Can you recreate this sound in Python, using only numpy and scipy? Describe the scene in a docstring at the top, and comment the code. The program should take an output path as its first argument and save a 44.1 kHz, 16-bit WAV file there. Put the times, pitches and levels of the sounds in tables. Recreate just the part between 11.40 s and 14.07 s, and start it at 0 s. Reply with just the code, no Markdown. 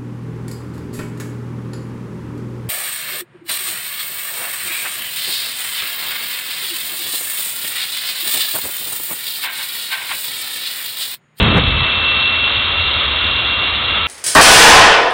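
"""The turbine of a standing jet dragster: the compressor whine creeps up in pitch and flutters.
An afterburner flame roars, flares and cuts out early on; its rumble fades more slowly, then stops.
Whine and shaft tones are sines on the spool speed; intake hiss, jet rush, exhaust drone and flame are
shaped noise. A narrow-band camera clips the peaks, cuts the treble and mirrors some of it above its edge."""
import sys
import numpy as np
from scipy import signal
from scipy.fft import rfft, irfft
from scipy.io import wavfile
from scipy.ndimage import uniform_filter1d

SR = 44100
rng = np.random.default_rng(int(sys.argv[2]) if len(sys.argv) > 2 else 0)


def dump(signal):
    """Clip the signal to [-1, 1] and save it as 16-bit WAV at the path in sys.argv[1]."""
    limited = np.clip(np.atleast_2d(signal).T, -1, 1)
    pcm = np.round(limited * 32767).astype(np.int16)
    wavfile.write(sys.argv[1], SR, pcm)


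N = 117747
CAMERA_RATE_HZ = 8000

# spool speed as the compressor's blade tone: (time [s], frequency [Hz])
SPOOL_HZ = [(0, 2678), (.38, 2676), (.88, 2708), (1.15, 2724), (1.45, 2742), (1.9, 2748), (2.67, 2756)]


def undb(db):
    """Decibels to amplitude gain."""
    return 10 ** (np.asarray(db) / 20)


def curve(rows, at):
    """Straight lines between the rows, end values held."""
    return np.interp(at, *np.array(rows, float).T)


def walk(rate_hz):
    """Random levels held 1 / rate_hz s, smoothed by two moving averages; zero mean, unit spread."""
    hold = int(SR / rate_hz)
    steps = np.repeat(rng.standard_normal(N // hold + 1), hold)
    slewed = uniform_filter1d(uniform_filter1d(steps, hold), hold)[:N]
    return (slewed - slewed.mean()) / slewed.std()


def noise(spectrum):
    """Turbulence: white noise shaped to the spectrum below half the camera rate, unit rms."""
    hz, db = np.array(spectrum, float).T
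    f = np.maximum(np.arange(N // 2 + 1) * SR / N, 1)
    gain = undb(np.interp(np.log(f), np.log(hz), db))
    gain = gain * (f < CAMERA_RATE_HZ / 2)
    x = irfft(rfft(rng.standard_normal(N)) * gain, N)
    return x / x.std()


def tone(hz):
    """Unit-rms sine on a moving pitch, random start phase."""
    cycles = np.cumsum(hz) / SR + rng.random()
    return np.sqrt(2) * np.sin(2 * np.pi * cycles)


def afterburner(t):
    """Uneven burning roars, flares and goes out; the rumble fades more slowly, then stops."""
    # flame roar: (frequency [Hz], relative density [dB per Hz])
    roar_spectrum = [(60, -15), (150, 0), (240, -1.5), (350, -8), (500, -7.5), (720, -14), (1050, -10.5),
                     (1600, -13.5), (2500, -17), (3900, -22)]
    # flame rumble: (frequency [Hz], relative density [dB per Hz])
    rumble_spectrum = [(15, -24), (30, -7), (48, 1.5), (75, -.5), (118, .5), (155, -6), (250, -22),
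                       (600, -45)]
    cut_s, flare_db, flare_s = .178, 7, .016
    drop_db, drop_s, roar_fade_db_per_s = 6.5, .035, 48
    rumble_fade_db_per_s, rumble_end_s, release_s = 14, .44, .014

    after_s = np.maximum(t - cut_s, 0)
    roar_db = -15.5 + flare_db * np.exp(-((t - cut_s) / flare_s) ** 2)
    roar_db -= drop_db * np.minimum(after_s / drop_s, 1) + roar_fade_db_per_s * after_s
    roar_db += 1.3 * walk(90)  # uneven burning
    roar = noise(roar_spectrum) * undb(roar_db)

    rumble_db = -17 - rumble_fade_db_per_s * after_s
    release = np.exp(-np.maximum(t - rumble_end_s, 0) / release_s)
    rumble = noise(rumble_spectrum) * undb(rumble_db) * release
    return roar + rumble


def compressor(t):
    """The blade tone follows the spool and flutters in the hot air; the intake blades hiss around it."""
    # whine swelling and fading in the air: (time [s], level [dB])
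    whine_level = [(0, -22.5), (.14, -22.5), (.21, -26), (.45, -21), (.69, -18), (.75, -21), (.84, -17),
                   (.95, -20.5), (1.05, -16.5), (1.14, -23.5), (1.32, -24), (1.39, -20), (1.62, -26.5),
                   (1.9, -22.5), (2.12, -21), (2.35, -24), (2.42, -32.5), (2.49, -23.5)]
    # intake hiss: (frequency [Hz], relative density [dB per Hz])
    hiss_spectrum = [(2000, -40), (2550, -19), (2780, -5), (3020, -6), (3230, 0), (3450, 0.5), (3650, -2.5),
                     (3780, -1), (3920, -3.5)]
    # intake hiss: (time [s], level [dB])
    hiss_level = [(0, -19.5), (.4, -20), (1.0, -19), (1.7, -18.5), (2.67, -20)]
    pitch_jitter, whine_flutter_db, hiss_flicker_db = .0006, 1.1, .55  # jitter as a share of pitch

    blade_hz = curve(SPOOL_HZ, t) * (1 + pitch_jitter * walk(60))
    whine_db = curve(whine_level, t) + whine_flutter_db * walk(25)
    hiss_db = curve(hiss_level, t) + hiss_flicker_db * walk(40)
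    return tone(blade_hz) * undb(whine_db) + noise(hiss_spectrum) * undb(hiss_db)


def shaft(t):
    """Faint tones at multiples of the shaft rate, wavering in pitch and level."""
    # shaft tones: (multiple of the shaft rate [-], level [dB])
    orders = [(1, -44), (10, -40), (11, -37.5), (12, -43)]
    end_hz, pitch_jitter, flutter_db = 120.5, .003, 3.0  # end_hz: shaft rate at full spool

    shaft_hz = end_hz * curve(SPOOL_HZ, t) / SPOOL_HZ[-1][1]
    total = np.zeros(N)
    for order, db in orders:
        hz = round(order) * shaft_hz * (1 + pitch_jitter * walk(30))
        total += tone(hz) * undb(db + flutter_db * walk(7))
    return total


def exhaust(t):
    """Jet turbulence: a steady, slightly flickering rush over a low drone."""
    # jet rush: (frequency [Hz], relative density [dB per Hz])
    rush_spectrum = [(30, -22.5), (160, -10.5), (240, -8), (380, -10), (600, -7.5), (840, -11),
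                     (1000, -4.5), (1230, -2), (1500, -6), (1850, -7.5), (2200, -2.5), (2550, -5),
                     (3900, -12.5)]
    # exhaust drone: (frequency [Hz], relative density [dB per Hz])
    drone_spectrum = [(20, -26), (35, -18), (50, -8), (66, 0), (86, 0), (102, -8), (125, -11), (170, -27),
                      (400, -50)]
    # exhaust drone: (time [s], level [dB])
    drone_level = [(0, -31), (.7, -32), (1.1, -33), (1.25, -29.5), (1.9, -28.5), (2.15, -33), (2.67, -30.5)]
    rush_db = -22 + .55 * walk(20)
    rush = noise(rush_spectrum) * undb(rush_db)
    drone = noise(drone_spectrum) * undb(curve(drone_level, t))
    return rush + drone


def scene():
    """All parts of the engine summed at one microphone."""
    t = np.arange(N) / SR
    return (afterburner(t) + compressor(t) + shaft(t) + exhaust(t))[None]


def record(dry):
    """Microphone stage clips, treble is cut, an image mirrors about half the camera rate, output clips."""
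    overload, full_scale = .66, .69
    edge_hz, top_hz = 3935, 15800
    image_db, image_db_per_hz, image_knee_hz = -4, .027, 480  # slope at the mirror; it steepens above

    f = np.arange(N // 2 + 1) * SR / N
    clipped = np.clip(dry, -overload, overload)
    band = irfft(rfft(clipped) * (f < edge_hz), N)

    mirrored = 2 * band * np.cos(2 * np.pi * CAMERA_RATE_HZ * np.arange(N) / SR)
    above_hz = np.maximum(f - CAMERA_RATE_HZ / 2, 0)
    gain_db = image_db - image_db_per_hz * above_hz * (1 + above_hz / image_knee_hz)
    image = irfft(rfft(mirrored) * undb(gain_db), N)

    out = np.clip(band + image, -full_scale, full_scale)
    low_pass = signal.ellip(8, .2, 70, top_hz, fs=SR, output="sos")
    return signal.sosfilt(low_pass, out)


dry = scene()
out = record(dry)
dump(out)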